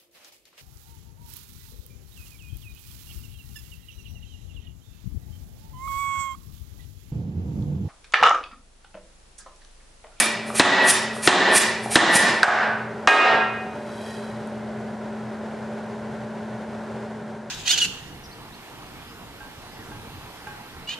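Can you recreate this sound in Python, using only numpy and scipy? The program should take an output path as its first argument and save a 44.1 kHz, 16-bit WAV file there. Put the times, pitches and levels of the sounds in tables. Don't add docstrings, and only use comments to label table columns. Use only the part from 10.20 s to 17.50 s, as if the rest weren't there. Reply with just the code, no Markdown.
import sys
import numpy as np
from scipy import signal
from scipy.fft import rfft, irfft
from scipy.io import wavfile

SR = 44100
rng = np.random.default_rng(int(sys.argv[2]) if len(sys.argv) > 2 else 0)


def wrap_up_sound(samples):
    columns = np.atleast_2d(samples).T
    tamed = np.clip(columns, -1, 1)
    steps = np.round(tamed * 32767).astype(np.int16)
    wavfile.write(sys.argv[1], SR, steps)


N = 321930
LEAD = SR // 2
LONG = N + LEAD

# t/s, level/dB; the first blow falls before t = 0 and only its decay is heard
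RAM_BLOWS = [(-.283, 7), (0.3963, 12.5), (1.0744, 13), (1.7558, 15)]
# f/Hz, level/dB, t60/s (before the common limit)
FRAME_MODES = [(375, -17.5, 0.21), (1085, -30, 0.17), (1788, -6.5, 0.25), (1820, -16, 0.12),
               (1934, -10, 0.4), (2600, -27, 0.14), (3780, -37.5, .3)]
# f/Hz, level/dB per Hz
BLOW_CRASH_SPECTRUM = [(120, -19), (250, -4.5), (400, -12), (820, -5), (1300, -9.5), (1850, -8),
                       (2300, -14.5), (4000, -13.5), (4800, -21.5), (9700, -24), (11200, -76),
                       (22000, -120)]
# f/Hz, level/dB, t60/s, delay/s
RAM_CONTACT_PARTIALS = [(3970, -5.5, 0.0092, 0.0003), (3870, -12, 0.016, 0.00036),
                        (5170, -2, 0.009, 0.0031), (2640, 1.5, 0.016, 0.0071), (314, 3, 0.036, 0.0022),
                        (1430, -11, 0.011, 0.00019)]
# t/s, level/dB at onset, held/s
EXHAUST_PUFFS = [(-.002, -8, 0.0053), (0.688, -12, 0.023), (1.365, -8.5, 0.015), (1.956, -5.5, 0.014)]
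# f/Hz, level/dB per Hz
AIR_SPECTRUM = [(880, -20), (1500, -15), (1890, -5.5), (2150, -12.5), (2350, -3.5), (2830, -13),
                (7160, -12.5), (9520, -8.5), (12200, -19), (13500, -39)]
# f/Hz, width/Hz, level/dB
PORT_WHISTLES = [(8930, 110, -11.5), (9330, 99, -16), (9770, 60, -7.5), (9340, 90, -9.5), (10100, 61, -22)]
# t/s, level/dB
TOOL_LANDINGS = [(2.2305, 4)]
# f/Hz, level/dB, t60/s (before the common limit)
BENCH_MODES = [(757, -22, 0.25), (824, -19, 0.3), (1032, -22, 0.31), (1300, -25, 0.26), (1510, -14, 0.33),
               (1675, -19, .25), (2130, -27, 0.25), (2420, -31, 0.1)]
# f/Hz, level/dB per Hz
BENCH_CRASH_SPECTRUM = [(180, -48), (350, -14), (750, -0.5), (1100, -3), (1600, 0.5), (2100, -9),
                        (4000, -21.5), (9400, -29), (11200, -97), (22000, -120)]
# f/Hz, level/dB, t60/s, delay/s
BENCH_CONTACT_PARTIALS = [(1522, 10, 0.033, 0.0012), (3860, -10, 0.0088, 0), (820, -3, 0.018, 0.028)]
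# t/s, level/dB
CLANGS = [(2.8737, 7)]
# f/Hz, level/dB, t60/s (before the common limit)
PIECE_MODES = [(418.7, -8.5, 0.48), (580, -18, 0.4), (676, -17, 0.61), (748, -10.5, 0.46), (902, -15, 0.55),
               (960, -24, 0.37), (1250, -9, 0.53), (1358, -14, 0.48), (1623, -7.5, 0.53), (1851, -7, 0.25),
               (2036, -12, 0.27), (2140, -13.5, 0.29), (2484, -11, 0.54), (2655, -10, 0.16),
               (2783, -11, 0.41), (2897, -8, 0.26), (3262, -23, .3), (3700, -21.5, 0.23),
               (3970, -14.5, 0.24), (7200, -37, 0.5)]
# f/Hz, level/dB per Hz
PIECE_CRASH_SPECTRUM = [(150, -59), (250, -9), (415, -6.5), (535, -4.5), (722, -5), (1060, -3.5),
                        (2690, -12.5), (10000, -32.5), (11000, -91), (14300, -121), (22000, -120)]
# f/Hz, level/dB, t60/s, delay/s
PIECE_CONTACT_PARTIALS = [(3020, -7, 0.0089, 0.0014), (5900, -14, 0.0039, 0), (1195, 1, 0.031, 0.00066)]
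# t/s, level/dB, f/Hz
SMALL_KNOCKS = [(0.303, -15.5, 1220), (0.588, -16, 1710), (0.966, -21, 1200), (1.660, -12.5, 780),
                (1.954, -4, 217), (2.281, 3.5, 804), (2.92, -10, 416), (3.972, -49, 3900),
                (4.274, -31, 9100)]
# f/Hz, width/Hz, level/dB
BAR_RESONANCES = [(1860, 60, 6.5), (2540, 80, 2.5), (3220, 150, 6), (3930, 60, 5.5), (4710, 87, -2),
                  (5410, 61, -3), (6100, 70, -8), (6720, 70, -8), (7900, 150, -3), (8880, 90, -1),
                  (9700, 150, -8.5)]
# f/Hz, t60/s
SHOP_DECAY = [(100, 0.5), (500, 0.81), (2000, 0.84), (5000, 0.61), (10000, 0.23)]
# f/Hz, level/dB of side over mid
SIDE_OVER_MID = [(60, -30), (180, -20), (520, -15.5), (1520, -15), (4470, -10), (13200, -1)]
# f/Hz, level/dB per Hz
ROAR_SPECTRUM = [(40, -64.5), (60, -16), (113, -17.5), (200, -12.5), (313, -19.5), (389, -12.5), (587, -16),
                 (762, -16), (990, -18.5), (1230, -26.5), (1430, -20.5), (2600, -36.5), (9900, -52.5),
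                 (11200, -86.5), (14000, -100)]
# f/Hz, width/Hz, level/dB
DUCT_RESONANCES = [(84, 8, -32), (121.3, 4.5, -8), (140.5, 15, -35), (402.2, 14.4, -7.5), (590.3, 13, -6.5),
                   (1477, 39, -24.5)]
# t/s, f/Hz, level/dB
BLADE_COURSE = [(0, 221.8, 3), (3.7, 219.6, 1), (4.4, 218, 5.5), (7.3, 219, 3.5)]

LONGEST_RING_S = .44
SWELL_CYCLES = 4.1
CONTACT_ECHO_DB = -9.5

LEAK_AHEAD_S, LEAK_DB, LEAK_RISE_DB_PER_S, LEAK_FALL_DB_PER_S = .112, -37, 449.5, 213.5
DRIVE_AHEAD_S, DRIVE_DB = .042, -24
DRIVE_RISE_DB_PER_S, DRIVE_CLIMB_DB_PER_S, DRIVE_FALL_DB_PER_S = 1398.5, 94.5, 1500
EXHAUST_RISE_DB_PER_S, EXHAUST_CLIMB_DB_PER_S, EXHAUST_FALL_DB_PER_S = 501, 152, 1203

SLIDE_S, SLIDE_DB, SLIDE_HELD_S = 3.76, -50, 0.15
SLIDE_RISE_DB_PER_S, SLIDE_CLIMB_DB_PER_S, SLIDE_FALL_DB_PER_S = 48, 40, 55
GRAINS_PER_S = 2500

SHOP_DB, SHOP_BUILD_S = -4.5, 0.011
BLOWER_DB, BLADE_WAVER_DB, BLADE_WAVER_HZ, BLOWER_FLUTTER_DB = -34, 0.06, 0.24, 0.56

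MIC_LOW_HZ, COUPLING_HZ, CUTOFF_HZ = 71.6, 60, 13600
LIMIT_DB, LIMIT_WINDOW_S, LIMIT_RELEASE_DB_PER_S, LIMIT_ATTACK_S = -11, 0.0064, 82.5, 0.00057
CLIP = 1.02
OUTPUT_DB, FADE_FROM_S, FADE_DB_PER_S = -3, 6.82, 8


def from_db(db):
    return 10 ** (np.asarray(db) / 20)


def rms_one(x):
    return x / np.sqrt(np.mean(x ** 2) + 1e-20)


def at_hz(points, hz):
    table = np.array(points)
    return np.interp(np.log(hz), np.log(table[:, 0]), table[:, 1])


def bin_hz(size):
    return np.arange(size // 2 + 1) * SR / size + 1


def coloured(x, spectrum):
    size = len(x)
    return irfft(rfft(x) * from_db(at_hz(spectrum, bin_hz(size))), size)


def noise(spectrum, size):
    return rms_one(coloured(rng.standard_normal(size), spectrum))


def resonant(x, peaks):
    out = 0
    for hz, width, level_db in peaks:
        r = np.exp(-np.pi * width / SR)
        poles = [1, -2 * r * np.cos(2 * np.pi * hz / SR), r * r]
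        out = out + from_db(level_db) * rms_one(signal.lfilter([1, 0, -1], poles, x))
    return out


def swell(s, level_db, rise, held_s=0, climb=0, fall=0):
    since = (np.arange(LONG) - LEAD) / SR - s
    slopes = [rise * since, climb * since, climb * held_s - fall * (since - held_s)]
    return from_db(level_db + np.minimum.reduce(slopes))


def drift(rate):
    r = np.exp(-2 * np.pi * rate / SR)
    slow = signal.lfilter([1], [1, -2 * r, r * r], rng.standard_normal(N + SR))
    return rms_one(slow[SR:])


def widen(mid, other):
    side = coloured(other, SIDE_OVER_MID)
    return np.array([mid + side, mid - side])


def add(track, s, sound):
    i = LEAD + round(s * SR)
    track[i:i + len(sound)] += sound[:LONG - i]


def crash_burst(spectrum, t, t60):
    shape = from_db(-60 * t / t60) * (1 - np.exp(-t / 0.0057))
    bins = rfft(shape * rng.standard_normal(len(t)))
    even = irfft(bins / np.abs(bins) * from_db(at_hz(spectrum, bin_hz(len(t)))), len(t))
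    return rms_one(even * np.sqrt(shape)) * np.sqrt(np.mean(shape ** 2))


def struck(hits, modes, split, crash, crash_db, crash_t60):
    out, t = np.zeros(LONG), np.arange(SR) / SR
    hz, level_db, t60 = np.transpose(modes)[:, :, None]
    t60 = np.minimum(t60, LONGEST_RING_S)
    build_up = 1 - np.exp(-t * hz / SWELL_CYCLES)
    envelope = from_db(level_db - 60 * t / t60) * build_up
    for s, strength_db in hits:
        spread = np.linspace(-1, 1, num=9)[:, None, None] + rng.uniform(-.12, 0.085, (9, len(hz), 1))
        twins = hz * (1 + split * spread)
        swing = np.sin(2 * np.pi * (twins * t + rng.random(twins.shape))).sum(axis=0) / np.sqrt(len(twins))
        burst = from_db(crash_db) * crash_burst(crash, t, crash_t60)
        add(out, s, from_db(strength_db) * ((envelope * swing).sum(axis=0) + burst))
    return out


def contact(hits, partials):
    out, t = np.zeros(LONG), np.arange(SR // 10) / SR
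    for s, strength_db in hits:
        for hz, level_db, t60, delay_s in partials:
            detuned_hz = hz * (1 + .02 * rng.standard_normal())
            ring = np.sin(2 * np.pi * detuned_hz * t) * (1 - np.exp(-4 * t * hz))
            add(out, s + delay_s, from_db(strength_db + level_db - 60 * t / t60) * ring)
    return out


def hammer_blows():
    body = struck(RAM_BLOWS, FRAME_MODES, 0.006, BLOW_CRASH_SPECTRUM, crash_db=2.0, crash_t60=0.13)
    return body, contact(RAM_BLOWS, RAM_CONTACT_PARTIALS)


def valve_air():
    jet = noise(AIR_SPECTRUM, LONG) + resonant(rng.standard_normal(LONG), PORT_WHISTLES)
    valve = np.zeros(LONG)
    for s, _ in RAM_BLOWS:
        valve += swell(s - LEAK_AHEAD_S, LEAK_DB, LEAK_RISE_DB_PER_S, fall=LEAK_FALL_DB_PER_S)
        valve += swell(s - DRIVE_AHEAD_S, DRIVE_DB, DRIVE_RISE_DB_PER_S,
                       DRIVE_AHEAD_S, DRIVE_CLIMB_DB_PER_S, DRIVE_FALL_DB_PER_S)
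    for s, level_db, held_s in EXHAUST_PUFFS:
        valve += swell(s, level_db, EXHAUST_RISE_DB_PER_S,
                       held_s, EXHAUST_CLIMB_DB_PER_S, EXHAUST_FALL_DB_PER_S)
    return rms_one(jet) * valve


def tool_laid_down():
    body = struck(TOOL_LANDINGS, BENCH_MODES, 0.009, BENCH_CRASH_SPECTRUM, crash_db=6.0, crash_t60=0.09)
    return body, contact(TOOL_LANDINGS, BENCH_CONTACT_PARTIALS)


def steel_clang():
    body = struck(CLANGS, PIECE_MODES, 0.0019, PIECE_CRASH_SPECTRUM, crash_db=-4.0, crash_t60=0.41)
    return body, contact(CLANGS, PIECE_CONTACT_PARTIALS)


def knocks():
    out, t = np.zeros(LONG), np.arange(SR // 10) / SR
    for s, strength_db, hz in SMALL_KNOCKS:
        edge = 0.099 * rng.standard_normal(len(t)) * from_db(-60 * t / 0.0035)
        ring = np.sin(2 * np.pi * hz * t) + edge
        t60 = min(.04, 18.0 / hz)
        add(out, s, from_db(strength_db - 60 * t / t60) * ring)
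    return out


def slide():
    grains = (rng.random(LONG) < GRAINS_PER_S / SR) * rng.standard_normal(LONG) + 1e-18
    rasp = resonant(grains, [(4000, 5000, -10)])
    ringing = rms_one(resonant(grains, BAR_RESONANCES))
    pressure = swell(SLIDE_S, SLIDE_DB, SLIDE_RISE_DB_PER_S,
                     SLIDE_HELD_S, SLIDE_CLIMB_DB_PER_S, SLIDE_FALL_DB_PER_S)
    return (ringing + rasp) * pressure


def shop(x):
    t, edges = np.arange(3 * SR // 2) / SR, 60 * 2 ** np.arange(0, 8.6, .5)
    white, tail = rng.standard_normal((2, 2, len(t))), 0
    for k, (low, high) in enumerate(zip(edges, edges[1:])):
        band_filter = signal.butter(2, [low, high], "band", fs=SR, output="sos")
        band = signal.sosfilt(band_filter, white[k % 2])
        tail = tail + band * from_db(-60 * t / at_hz(SHOP_DECAY, np.sqrt(low * high)))
    tail = tail * (1 - np.exp(-t / SHOP_BUILD_S))
    tail = widen(*tail) / np.sqrt(np.sum(tail[0] ** 2))
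    return from_db(SHOP_DB) * signal.fftconvolve(x[None], tail, axes=1)[:, :LONG]


def blower():
    mid, other = (noise(ROAR_SPECTRUM, N) + resonant(rng.standard_normal(N), DUCT_RESONANCES)
                  for _ in range(2))
    s, hz, level_db = np.transpose(BLADE_COURSE)
    t = np.arange(N) / SR
    blade_hz = np.interp(t, s, hz) + BLADE_WAVER_HZ * drift(0.98)
    blade_db = np.interp(t, s, level_db) + BLADE_WAVER_DB * drift(2.1)
    tone = from_db(blade_db) * np.sin(2 * np.pi * np.cumsum(blade_hz) / SR)
    rush = widen(mid, other) * from_db(BLOWER_FLUTTER_DB * drift(14.0))
    return from_db(BLOWER_DB) * (rush + tone * from_db([[.6], [-.6]]))


def scene():
    ram, ram_crack = hammer_blows()
    tool, tool_crack = tool_laid_down()
    piece, piece_crack = steel_clang()
    cracks = ram_crack + tool_crack + piece_crack
    bodies = ram + valve_air() + tool + piece + knocks() + slide()
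    echo = shop(bodies + from_db(CONTACT_ECHO_DB) * cracks)
    near = (bodies + cracks + echo) * from_db([[-.4], [.4]])
    return near[:, LEAD:] + blower()


def record(dry):
    dry = signal.sosfilt(signal.butter(3, MIC_LOW_HZ, "high", fs=SR, output="sos"), dry)
    t = np.arange(N) / SR
    r, a = np.exp(-1 / (LIMIT_WINDOW_S * SR)), np.exp(-1 / (LIMIT_ATTACK_S * SR))
    power = signal.lfilter([1 - r], [1, -r], np.mean(dry ** 2, axis=0))
    level_db = 10 * np.log10(power + 1e-12)
    ramp = LIMIT_RELEASE_DB_PER_S * t
    held_db = np.maximum.accumulate(level_db + ramp) - ramp
    cut_db = signal.lfilter([1 - a], [1, -a], np.maximum(held_db - LIMIT_DB, 0))
    limited = dry * from_db(-cut_db)
    overloaded = limited / (1 + (limited / CLIP) ** 4) ** .25
    faded = overloaded * from_db(OUTPUT_DB - FADE_DB_PER_S * np.maximum(t - FADE_FROM_S, 0))
    coupled = signal.sosfilt(signal.butter(1, COUPLING_HZ, "high", fs=SR, output="sos"), faded)
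    return signal.sosfilt(signal.cheby2(12, 70, CUTOFF_HZ, fs=SR, output="sos"), coupled)


dry = scene()
out = record(dry)
wrap_up_sound(out)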